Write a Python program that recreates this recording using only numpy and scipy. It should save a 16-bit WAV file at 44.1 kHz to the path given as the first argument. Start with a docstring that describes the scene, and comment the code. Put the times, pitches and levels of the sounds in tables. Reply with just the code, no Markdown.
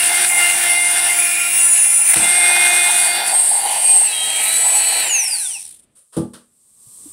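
"""A high whine and rasp: a small rotary tool's cut-off disc grinds a plastic connector held in a vice.
The disc bites, chatters, squeals, snags and comes free. Motor and disc tones are multiples of the
spindle rate, and the grinding noise pulses once a turn. Switched off, the motor spins down, its tones
falling through the resonances of body and bearing. The tool is put down on the wooden bench with
a thump, and a faint hiss swells."""
import sys
import numpy as np
from scipy import signal
from scipy.fft import rfft
from scipy.io import wavfile

SR = 44100
rng = np.random.default_rng(int(sys.argv[2]) if len(sys.argv) > 2 else 0)


def log_audio(samples):
    """Write samples as a 16-bit WAV file to the path given in sys.argv[1]."""
    # one column per channel
    frames = np.atleast_2d(samples).T
    # limit to full scale, then quantise
    limited = np.clip(frames, -1, 1)
    pcm = np.round(limited * 32767).astype(np.int16)
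    wavfile.write(sys.argv[1], SR, pcm)


N = 313992
T = np.arange(N) / SR
SWITCH_OFF_S, CUTOFF_HZ = 5.012, 15700

# disc rubbing on plastic: (frequency [Hz], density [dB])
RASP_SPECTRUM = [(100, -23), (500, -15.5), (1150, -12.5), (1550, 2), (2100, -2), (3100, -9.5), (3900, -2),
                 (4500, -11), (5600, -5.5), (6700, -18), (9000, -7), (16000, -23)]
# bearing hiss: (frequency [Hz], density [dB])
BEARING_SPECTRUM = [(2500, -20.5), (5000, -19.5), (6800, -18), (7600, -8.5), (8300, -3), (9000, 1),
                    (9800, -1), (10600, -7), (11800, -19), (13000, -18.5), (14400, -29), (16000, -30)]
# bearing's response to tones: (frequency [Hz], gain [dB])
BEARING_RESPONSE = [(2500, -42), (4000, -19), (4800, -24), (5700, -6), (6800, -23), (7500, -14), (8400, 1),
                    (9300, -2), (10100, 1), (11000, -11), (13000, -22), (15500, -34)]


def from_db(db):
    """Decibels to gain."""
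    return np.exp(np.asarray(db) * (np.log(10) / 20))


def rms_one(x):
    """Scale to unit power."""
    return x / np.sqrt(np.mean(x ** 2) + 1e-20)


def ramp(start_s, length_s):
    """Linear rise from 0 to 1, then held."""
    return np.clip((T - start_s) / length_s, 0, 1)


def in_time(rows):
    """Each column of a time curve at every sample."""
    s, *columns = np.transpose(rows)
    return [np.interp(T, s, c) for c in columns]


def at_hz(spectrum, hz):
    """Gain of a spectrum, falling away beyond its ends."""
    points_hz, db = np.transpose(spectrum)
    hz = np.maximum(hz, 1)
    skirt = np.minimum(1, np.minimum(hz / points_hz[0], points_hz[-1] / hz)) ** 2
    return skirt * from_db(np.interp(np.log(hz), np.log(points_hz), db))


def noise(spectrum, gate=1):
    """White noise, gated, then coloured; rms 1."""
    white = rng.standard_normal(N) * gate
    colour = at_hz(spectrum, np.fft.rfftfreq(N, 1 / SR))
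    return rms_one(np.fft.irfft(rfft(white) * colour, N))


def drift(rate_hz):
    """Line through random values, rate_hz a second; rms 1."""
    knots = rng.standard_normal(8192)
    return rms_one(np.interp(T * rate_hz, np.arange(len(knots)), knots))


def tone(angle, order, flutter_db, smear_rad, scatter_rad=np.pi):
    """Unsteady multiple (order) of the spindle rate; rms 1. Low scatter aligns tones into pulses."""
    phase = order * angle + rng.uniform(-scatter_rad, scatter_rad) + smear_rad * drift(25)
    return rms_one(from_db(flutter_db * drift(45)) * np.sin(phase))


def blow(start_s, rise_s, t60_s, crack=0):
    """Impact envelope, with an optional brief crack on top."""
    age_s = np.maximum(T - start_s, 0)
    attack = 1 - np.exp(-age_s / rise_s)
    decay = from_db(-60 * np.minimum(age_s / t60_s, 4))
    return attack * decay * (1 + crack / (1 + (age_s / 0.0014) ** 2))


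def spindle_speed(braking_hz_per_s=453, easing_s=2.35):
    """Turns per second: sags under load; switched off, brakes less hard as it slows."""
    # (time [s], powered speed [Hz])
    speed_curve = [(0, 350.5), (.24, 352.6), (.54, 348.5), (1.02, 352), (1.35, 347.6), (1.5, 348.1),
                   (1.74, 343.5), (1.94, 343.6), (2.17, 340.5), (2.22, 347), (2.32, 353.1), (4.022, 353),
                   (4.095, 328), (4.19, 320.3), (4.43, 321.6), (4.5, 328.5), (4.64, 332.3), (5.0, 333.7)]
    powered_hz, = in_time(speed_curve)
    off_s = np.maximum(T - SWITCH_OFF_S, 0)
    lost_hz = braking_hz_per_s * easing_s * (1 - np.exp(-off_s / easing_s))
    return np.maximum(powered_hz - lost_hz, 1)


def slowing_loss_db(speed_hz, below_hz, halving_db):
    """Level lost for each halving of speed under below_hz."""
    return halving_db * np.maximum(np.log2(below_hz / speed_hz), 0)


def motor(angle, speed_hz, rasp_db):
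    """Powered rotor and fan blades whine on spindle orders; squeals swell single ones."""
    # both: (order, full-speed level [dB re rasp_db], slowed level [dB re rasp_db])
    main_tones = [(6, -4.5, -4), (7, -7, -4), (10, -10.5, -8.5), (13, -11, -6), (24, -14, 2.5)]
    other_tones = [(1, -20, -36), (2, -7, -10), (4, -17, -15), (5, -18.5, -31), (8, -11, -23.5),
                   (9, -15, -3), (11, -16, -10.5), (12, -23.5, -4.5), (20, -22, -10), (22, -18, -13),
                   (23, -7, -24), (25, -3, -5.5), (26, -5, 10)]
    gains = squeals(angle)
    slowed = np.clip((344 - speed_hz) / 10, 0, 1)
    for order, fast_db, slow_db in main_tones + other_tones:
        steady = from_db(rasp_db + fast_db + slowed * (slow_db - fast_db))
        gains[order] = np.hypot(gains.get(order, 0), steady)
    whine = sum(gain * tone(angle, order, flutter_db=1.3, smear_rad=0.5) for order, gain in gains.items())
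    return (1 - ramp(SWITCH_OFF_S, 0.1)) * whine


def running_noise(angle, bite, chatter, fan_db, rasp_db, housing_db, bearing_db):
    """Fan air, plus rasp, housing, bearing and grinding noise that pulse once a turn."""
    # all four: (frequency [Hz], density [dB])
    fan_spectrum = [(40, -41.5), (130, -24.5), (330, -24.5), (520, -12), (670, -1), (800, 9.5), (950, 1.5),
                    (1150, -11.5), (2000, -62)]
    hollow_spectrum = [(100, -25.5), (500, -8.5), (1000, -13.5), (1200, -18), (1550, -5.5), (2000, -1),
                       (2400, -19), (2750, -7), (3100, -9.5), (3400, -12), (3620, -19), (3900, -2.5),
                       (4300, -6), (4700, -4), (5200, -20.5), (5700, -5.5), (6500, -23), (9000, -16.5),
                       (11800, -9.5), (13000, -15.5), (16000, -20)]
    housing_spectrum = [(1200, -38.5), (1900, -2.5), (2300, -1.5), (2800, 3), (3200, -15.5), (4200, -7.5),
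                        (5000, -10.5), (7000, -25.5)]
    grind_spectrum = [(1500, -9), (2400, 3.5), (3200, -27.5), (5000, -20), (7500, -5), (10000, 4),
                      (11500, -4), (13500, -14.5), (16000, -3.5)]
    pulse_db = 0.85 + 4.6 * bite + 3.5 * ramp(SWITCH_OFF_S, 0.4)

    def pulses():
        return from_db(pulse_db * np.cos(angle) + 2 * drift(1200) + 0.9 * drift(60))

    air = from_db(fan_db + 2 + 2.64 * drift(60)) * noise(fan_spectrum)
    free = ramp(3.02, 0.79)   # the rasp turns hollow as the disc leaves the cut
    rubbing = np.sqrt(1 - free) * noise(RASP_SPECTRUM, pulses())
    rubbing += np.sqrt(free) * noise(hollow_spectrum, pulses())
    rasp = from_db(rasp_db + 5) * np.sqrt(1 - 0.91 * bite) * rubbing
    housing = from_db(housing_db - 11) * (noise(housing_spectrum, pulses()) + scrape())
    bearing = from_db(bearing_db + 0.12) * np.sqrt(1 - bite) * noise(BEARING_SPECTRUM, pulses())
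    grind_pulses = from_db(4.9 * np.cos(angle) + 2.5 * drift(400))
    grind_gain = from_db(bearing_db - 16.5 + 26.6 * chatter) * np.sqrt(bite)
    return air + rasp + housing + bearing + grind_gain * noise(grind_spectrum, grind_pulses)


def scrape(width_hz=310):
    """Noise in one resonance that glides with the point of contact; rms 1."""
    # (time [s], resonance [Hz])
    pitch_curve = [(0, 2728), (1.08, 2790), (1.22, 2364), (1.5, 2350), (1.7, 2680), (2.1, 2631),
                   (2.3, 2364), (3.1, 2440), (3.6, 3026), (3.95, 2992), (4.1, 2660), (4.22, 2980),
                   (4.36, 2350), (4.5, 2387), (4.7, 2512), (5.1, 2520)]
    hz, = in_time(pitch_curve)
    phase = 2 * np.pi * np.cumsum(hz) / SR
    lowpass = signal.butter(2, width_hz / 2, fs=SR, output="sos")
    in_phase, quadrature = signal.sosfilt(lowpass, rng.standard_normal((2, N)))
    return rms_one(in_phase * np.cos(phase) + quadrature * np.sin(phase))


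def wandering_dip(x, sigma_hz=350):
    """A narrow moving band is thinned out; negative depth lifts it."""
    # (time [s], centre [Hz], depth [dB])
    dip_path = [(0, 4400, 2), (1.45, 4300, 4), (1.65, 4700, 5), (2.2, 4630, 2), (2.9, 5000, 6),
                (3.25, 6370, 8), (3.6, 5950, 12), (3.75, 4515, 0), (4.2, 4860, -1.5), (4.47, 5290, 9),
                (4.82, 5150, 4), (4.95, 6260, 1), (5.17, 5124, 3), (5.28, 4106, 11), (5.45, 3630, 3),
                (5.8, 3600, -8)]
    path_s, centre_hz, depth_db = np.transpose(dip_path)
    hz, frame_s, frames = signal.stft(x, SR, nperseg=512)
    offset_hz = hz[:, None] - np.interp(frame_s, path_s, centre_hz)
    cut_db = np.interp(frame_s, path_s, depth_db) * np.exp(-0.5 * (offset_hz / sigma_hz) ** 2)
    return signal.istft(frames * from_db(-cut_db), SR, nperseg=512)[1][:N]


def disc(angle, speed_hz, bite, chatter, rasp_db, bearing_db, waver_db=3):
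    """The same grit strikes the cut on every turn; the disc flexes three times in four turns."""
    # (frequency [Hz], gain [dB])
    disc_response = [(340, -37.5), (700, -38), (1050, -17.5), (1750, -14), (2100, -15), (2800, -5.5),
                     (3200, -23.5), (3500, -25.5), (3850, -23), (4500, -28.5), (5200, -19), (6000, -12.5),
                     (7600, -6), (8000, -1), (8800, -10.5), (9400, 8.5), (9750, 10.5), (10200, -2),
                     (10600, -1), (12000, -16.5), (13200, -15.5), (14200, -29), (15500, -12)]
    cutting_hz = np.average(speed_hz, weights=bite)
    ring = buzz = 0
    for order in range(1, 46):
        grit = tone(angle, order, flutter_db=3, smear_rad=0.45, scatter_rad=2.4)
        grit = rms_one(grit * from_db(waver_db * drift(14)))
        ring += at_hz(disc_response, order * cutting_hz) * grit
        buzz += at_hz(RASP_SPECTRUM, order * cutting_hz) * grit
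    flex = 0.7 * np.sin(0.75 * angle + 0.6 * drift(20)) + 0.3 * np.sin(0.25 * angle + drift(12))
    cut = from_db(bearing_db - 2.5) * rms_one(ring) + from_db(rasp_db - 9.5) * buzz
    touching = 1 - ramp(SWITCH_OFF_S, 0.1)
    return touching * np.sqrt(bite) * (1 + chatter * flex) * cut


def background():
    """Thin hiss, swelling at the end, over workshop rumble."""
    # (time [s], hiss [dB], rumble [dB])
    levels = [(0, -55, -49.5), (5.9, -73, -64), (6.1, -59.5, -82), (6.5, -62, -71), (6.62, -55.5, -72),
              (6.76, -52.5, -69), (6.83, -46.5, -67), (6.95, -41, -63.5), (7.12, -39, -55.5)]
    # both: (frequency [Hz], density [dB])
    hiss_spectrum = [(290, -53), (500, -24), (666, -32.5), (706, -35.5), (914, -20.5), (1180, -16.5),
                     (1580, -47.5), (3380, -22), (6640, -15), (8480, 2.5), (11600, -13.5), (15500, -24)]
    rumble_spectrum = [(25, -7.5), (80, 0), (200, 1.5), (400, -4.5), (1000, -15.5), (3000, -17.5)]
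    hiss_db, rumble_db = in_time(levels)
    return from_db(hiss_db) * noise(hiss_spectrum) + from_db(rumble_db) * noise(rumble_spectrum)


def squeals(angle, attack_s=0.025, release_s=0.039, swell_db=5.5):
    """Disc and workpiece catch a spindle order, ring on it and let go; one envelope per order."""
    # (start [s], length [s], order, mid-squeal level [dB], roughness [0-1])
    catches = [(0.083, 0.09, 6, -22.5, 0.5), (0.289, 0.25, 6, -18.5, 0.2), (0.38, 0.16, 8, -24, 0.5),
               (0.41, 0.79, 27, -25, 0.5), (0.635, 0.26, 6, -20.5, 0.27), (0.61, 0.29, 8, -33, 0),
               (0.97, 0.021, 6, -22.5, 0.34), (1.075, 0.03, 6, -19.5, 0.4), (1.17, 0.37, 7, -24.5, 0.25),
               (1.3, .3, 11, -40, 0.33), (1.2, 0.24, 29, -28.5, .4), (1.4, 0.74, 28, -29, 0.4),
               (1.67, 0.45, 29, -16, 0.2), (1.8, 0.36, 27, -22, 0.1), (1.58, .45, 17, -40, 0.5),
               (2.16, 0.084, 24, -22, .9), (2.19, .33, 25, -26.5, 0.4), (2.196, 0.85, 10, -28.5, 0),
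               (2.21, .67, 6, -18.5, 0.05), (2.265, 0.24, 24, -15.5, 0.03), (2.23, 0.72, 1, -46, .1),
               (2.3, .9, 2, -36.5, .15), (2.317, 0.74, 7, -22, 0.1), (2.46, 0.44, 24, -18.5, 0.4),
               (2.86, 0.27, 25, -23, 0.39), (3.02, 0.29, 7, -32, 0.3), (2.96, 0.37, 13, -31, 0.1),
               (2.986, 0.062, 24, -21, 0.4), (2.96, 0.2, 6, -27.5, 0.15), (3.1, 0.15, 10, -31, 0.27),
               (3.314, 0.13, 24, -12.5, 0.1), (3.297, 0.24, 25, -24, 0.39), (3.445, 0.13, 24, -16.5, 0.4),
               (3.36, 0.77, 13, -37.5, 0), (3.74, 0.15, 24, -23.5, .6), (3.832, 0.23, 24, -12, 0.2),
               (3.8, 0.31, 25, -24.5, .4), (3.87, 0.13, 23, -19, .4), (3.827, 0.1, 7, -30, 0.29),
               (4.04, 0.083, 8, -30, 0), (4.11, 0.28, 10, -25, 0.14), (4.08, 0.2, 12, -29, 0.1),
               (4.437, 0.12, 12, -27.5, 0.57), (4.38, 0.16, 37, -32.5, .9), (4.528, 0.35, 24, -15.5, 0),
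               (4.56, 0.54, 35, -36, .7), (4.732, 0.29, 13, -29, 0), (4.83, 0.24, 12, -30.5, 0.17),
               (4.848, 0.23, 24, -23.5, 0.26)]
    envelopes = {}
    judder = 0.6 * drift(300) + 0.7 * np.sin(angle / 4 + drift(30))
    for start_s, length_s, order, db, roughness in catches:
        held = ramp(start_s, attack_s) * (1 - ramp(start_s + length_s, release_s))
        off_middle = 2 * (T - start_s) / (length_s + release_s) - 1
        swell = from_db(db - swell_db * np.minimum(off_middle ** 2, 1))
        envelopes[order] = envelopes.get(order, 0) + (1 + roughness * judder) * held * swell
    return envelopes


def snag(edge_s=0.0015):
    """Gain of the tool's sound as the disc skips, digs in and is thrown clear."""
    # (start [s], length [s], level change [dB])
    jolts = [(2.124, .009, -4), (2.135, .011, 3.5), (2.146, .012, -4)]
    change_db = 0
    for start_s, length_s, db in jolts:
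        inside_s = np.minimum(T - start_s, start_s + length_s - T)
        change_db += db * np.clip(inside_s / edge_s + 0.5, 0, 1)
    return from_db(change_db)


def knocks(spread_s=0.024):
    """Each knock clacks and rattles in the hard parts and booms as it spreads through the bench top."""
    # (time [s], thump [dB], clack [dB], rattle [dB], rise [s])
    hits = [(2.157, -19.5, -28, -52, 0.0016), (2.216, -26, -43, -61.5, 0.0026),
            (5.931, -71, -80, -79, 0.0019), (5.951, -86, -52, -34, 0.057), (6.123, -68, -35.5, -32, 0.035),
            (6.166, -6, -39.5, -34, 0.00072), (6.334, -39, -40, -40, 0.0028)]
    # (frequency [Hz], level [dB], t60 [s])
    bench_modes = [(91, -22.5, 0.22), (122.4, -10, 0.221), (162, -3, 0.19), (201, -11.5, 0.34),
                   (239, -13, 0.38), (275, -21, 0.29), (329, -0.5, 0.2), (487, -11.5, 0.16),
                   (582, -26, .19), (678, -29.5, 0.22), (860, -22.5, 0.198), (1090, -30.5, .19),
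                   (1179, -27, 0.28)]
    # both: (frequency [Hz], density [dB])
    thump_spectrum = [(30, -29.5), (80, -3), (150, -8), (300, -2.5), (520, -4), (700, -18.5), (850, -12.5),
                      (1000, -24.5), (1200, -22), (1600, -41.5), (4000, -50.5)]
    clack_spectrum = [(200, -16.5), (500, 8.5), (800, -5.5), (1250, 4.5), (1650, -0.5), (2200, -13),
                      (3200, -3), (4000, -5), (5100, -6), (6500, -11.5), (15000, -22)]
    thump = clack = rattle = 0
    impulses = np.zeros(N)
    for s, thump_db, clack_db, rattle_db, rise_s in hits:
        thump += from_db(thump_db - 13) * blow(s, 2 * rise_s, t60_s=0.28)
        clack += from_db(clack_db) * blow(s, rise_s, t60_s=0.27)
        rattle += from_db(rattle_db) * blow(s, rise_s, t60_s=0.25, crack=1.6)
        impulses[round(s * SR)] = from_db(thump_db)
    age_s = T[:SR]
    ring = sum((-1) ** k * from_db(db - 60 * age_s / t60_s) * np.sin(2 * np.pi * hz * age_s)
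               for k, (hz, db, t60_s) in enumerate(bench_modes))
    boom = signal.fftconvolve(impulses, ring * (1 - np.exp(-age_s / spread_s)))[:N]
    bench = boom + thump * noise(thump_spectrum)
    return bench + clack * noise(clack_spectrum) + rattle * noise(BEARING_SPECTRUM)


def handling_bumps(rise_s=0.0082):
    """Soft contacts, each a dull damped sine."""
    # (time [s], pitch [Hz], level [dB], t60 [s])
    contacts = [(2.166, 86, -32, 0.27), (6.868, 124, -36, 0.061), (7.057, 295, -24, 0.058)]
    return sum(from_db(db) * blow(s, rise_s, t60_s) * np.sin(2 * np.pi * hz * (T - s))
               for s, hz, db, t60_s in contacts)


def commutator(angle, speed_hz, coasting, bearing_db):
    """Commutator tones flare as falling speed draws them through the bearing resonance."""
    # (order, level [dB])
    partials = [(36, -7), (48, 2.5), (60, -11), (72, -3), (96, -14)]
    whine = 0
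    for order, db in partials:
        hz = order * speed_hz
        gain = (hz < CUTOFF_HZ) * from_db(db) * at_hz(BEARING_RESPONSE, hz)
        whine += gain * tone(angle, order, flutter_db=4, smear_rad=1.5)
    lost_db = slowing_loss_db(speed_hz, below_hz=115, halving_db=28)
    return coasting * from_db(bearing_db - lost_db) * whine


def workshop(x, t60_s=0.2):
    """Reflections from bench and walls blur a falling tone."""
    age_s = T[:SR // 3]
    tail = rng.standard_normal(len(age_s)) * from_db(-60 * age_s / t60_s)
    return signal.fftconvolve(x, tail / np.linalg.norm(tail))[:N]


def coasting_rotor(angle, speed_hz, ring_hz=2570, ring_t60_s=0.32, ring_db=-11):
    """After switch-off, rotor tones fall through the body's resonances; its sharpest mode rings on."""
    # (order, level [dB])
    partials = [(7, -33), (8, -29), (9, -32), (10, -20), (24, -17.5)]
    # (frequency [Hz], gain [dB])
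    body_response = [(1100, -52), (1300, -32), (1520, -15), (1900, -30), (2300, -19), (2620, 1), (2950, 0),
                     (3220, -12), (3570, -3), (3850, -11), (4400, -1), (4870, -1), (5250, -7), (5850, 2),
                     (6550, -2), (7100, -5), (8000, -12)]
    whine = 0
    for order, db in partials:
        gain = from_db(db) * at_hz(body_response, order * speed_hz)
        whine += gain * tone(angle, order, flutter_db=3.5, smear_rad=0.8)
    lost_db = slowing_loss_db(speed_hz, below_hz=307, halving_db=10.5)
    lost_db += slowing_loss_db(speed_hz, below_hz=105, halving_db=38)
    whine *= from_db(-lost_db) * ramp(SWITCH_OFF_S, 0.11)
    radius = from_db(-60 / (ring_t60_s * SR))
    feedback = [1, -2 * radius * np.cos(2 * np.pi * ring_hz / SR), radius ** 2]
    ring = signal.lfilter([1 - radius, 0, radius - 1], feedback, whine + 1e-18)
    return whine + from_db(ring_db) * ring


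def bearing_rattle(angle, speed_hz, bearing_db):
    """Unloaded, the bearing rattles every turn: rough odd orders slide down through its resonance."""
    rattle = 0
    for order in range(27, 76, 2):
        hz = order * speed_hz
        gain = (hz < CUTOFF_HZ) * at_hz(BEARING_RESPONSE, hz)
        rattle += gain * tone(angle, order, flutter_db=4, smear_rad=0.7)
    return rattle * from_db(bearing_db - 11) * ramp(SWITCH_OFF_S, 0.03)


def scene():
    """One spindle drives whine, noise and cut; knocks, bumps and background are added."""
    # all four: (time [s], level before slowing loss [dB])
    fan_curve = [(0.0, -40.5), (0.15, -32), (0.3, -40.5), (0.34, -34.5), (0.69, -35.5), (0.81, -40.5),
                 (1.05, -34.5), (1.28, -43.5), (2.1, -45), (2.16, -34.5), (3.41, -30.5), (3.47, -36.5),
                 (3.61, -28.5), (4.18, -38), (4.58, -33.5), (4.76, -30), (4.81, -34.5), (5.02, -33.0)]
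    rasp_curve = [(0.0, -29.5), (0.25, -24), (0.29, -36.5), (0.43, -24.5), (0.56, -29.5), (0.66, -25.5),
                  (0.81, -30.5), (0.98, -26.5), (1.87, -40.5), (1.91, -40), (2.04, -43), (2.15, -30),
                  (2.63, -24), (3.1, -29), (3.17, -26.5), (3.48, -38.5), (3.68, -35.5), (3.79, -38.5),
                  (3.99, -40.5), (4.36, -30.5), (4.79, -32.5), (5.02, -28.5)]
    housing_curve = [(0.0, -17), (0.34, -31), (0.49, -16.5), (0.6, -49), (0.69, -16), (0.76, -31),
                     (1.09, -20.5), (1.13, -24.5), (1.4, -18), (1.62, -28), (1.72, -29), (1.77, -17),
                     (1.91, -42), (2.09, -25), (2.132, -25), (2.143, -31), (2.15, -18), (2.19, -18.5),
                     (3.11, -44), (3.31, -27), (3.42, -70.5), (3.62, -49.5), (3.68, -19.5), (4.02, -28),
                     (4.07, -22.5), (4.28, -26.5), (4.42, -16.5), (4.6, -24.5), (5.02, -21)]
    bearing_curve = [(0.0, -16), (0.34, -14), (0.47, -17.5), (1.45, -15.5), (1.55, -11.5), (1.96, -13),
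                     (2.12, -15.5), (2.17, -14), (2.51, -19), (3.06, -13.5), (3.22, -27), (3.28, -16),
                     (3.42, -18), (3.46, -16.5), (3.65, -18.5), (3.96, -17.5), (4.17, -23.5), (4.25, -19),
                     (4.34, -22), (4.43, -16), (4.66, -17.5), (4.76, -15), (4.91, -21), (5.02, -23.5)]
    # disc on plastic: (time [s], bite = share repeating every turn [0-1], chatter depth [0-1])
    contact_curve = [(0, 0.47, 0.42), (.24, 0.2, 0.27), (.3, 0.73, 0.46), (.55, 0.64, 0.53),
                     (.62, 0.34, 0.65), (.75, 0.8, 0), (.97, 0.4, 0), (1.15, 0.95, 0.54), (1.5, 0.91, 0.25),
                     (1.8, .88, 0.16), (2.03, 0.87, 0.22), (2.14, 0.45, 0.8), (2.15, 0.3, 0.05),
                     (4.9, 0.11, .15), (5.1, 0, 0.04)]
    speed_hz = spindle_speed()
    fan_db = in_time(fan_curve)[0] - slowing_loss_db(speed_hz, below_hz=353, halving_db=16)
    rasp_db = in_time(rasp_curve)[0] - slowing_loss_db(speed_hz, below_hz=351.4, halving_db=25)
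    housing_db = in_time(housing_curve)[0] - slowing_loss_db(speed_hz, below_hz=232, halving_db=25)
    bearing_db = in_time(bearing_curve)[0] - slowing_loss_db(speed_hz, below_hz=157, halving_db=11.5)
    bite, chatter = in_time(contact_curve)
    coasting = np.clip((325 - speed_hz) / 70, 0, 1)
    roughness = 0.0006 + 0.001 * (speed_hz < 338) + 0.0065 * coasting   # rougher without drive
    jitter = 0.0006 * drift(40) + roughness * drift(400)
    angle = 2 * np.pi * np.cumsum(speed_hz * (1 + jitter)) / SR
    whine = motor(angle, speed_hz, rasp_db) + coasting_rotor(angle, speed_hz)
    whine += commutator(angle, speed_hz, coasting, bearing_db)
    whine += bearing_rattle(angle, speed_hz, bearing_db)
    reflections = 0.35 * workshop(whine * coasting)
    rush = running_noise(angle, bite, chatter, fan_db, rasp_db, housing_db, bearing_db)
    cut = disc(angle, speed_hz, bite, chatter, rasp_db, bearing_db)
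    tool = (whine + wandering_dip(rush) + cut) * snag()
    return (tool + reflections + knocks() + handling_bumps() + background())[None]


def record(dry):
    """Clip at full scale, then low-pass steeply."""
    lowpass = signal.ellip(12, 0.1, 90, CUTOFF_HZ, fs=SR, output="sos")
    return signal.sosfilt(lowpass, np.clip(dry, -1, 1))


dry = scene()
out = record(dry)
log_audio(out)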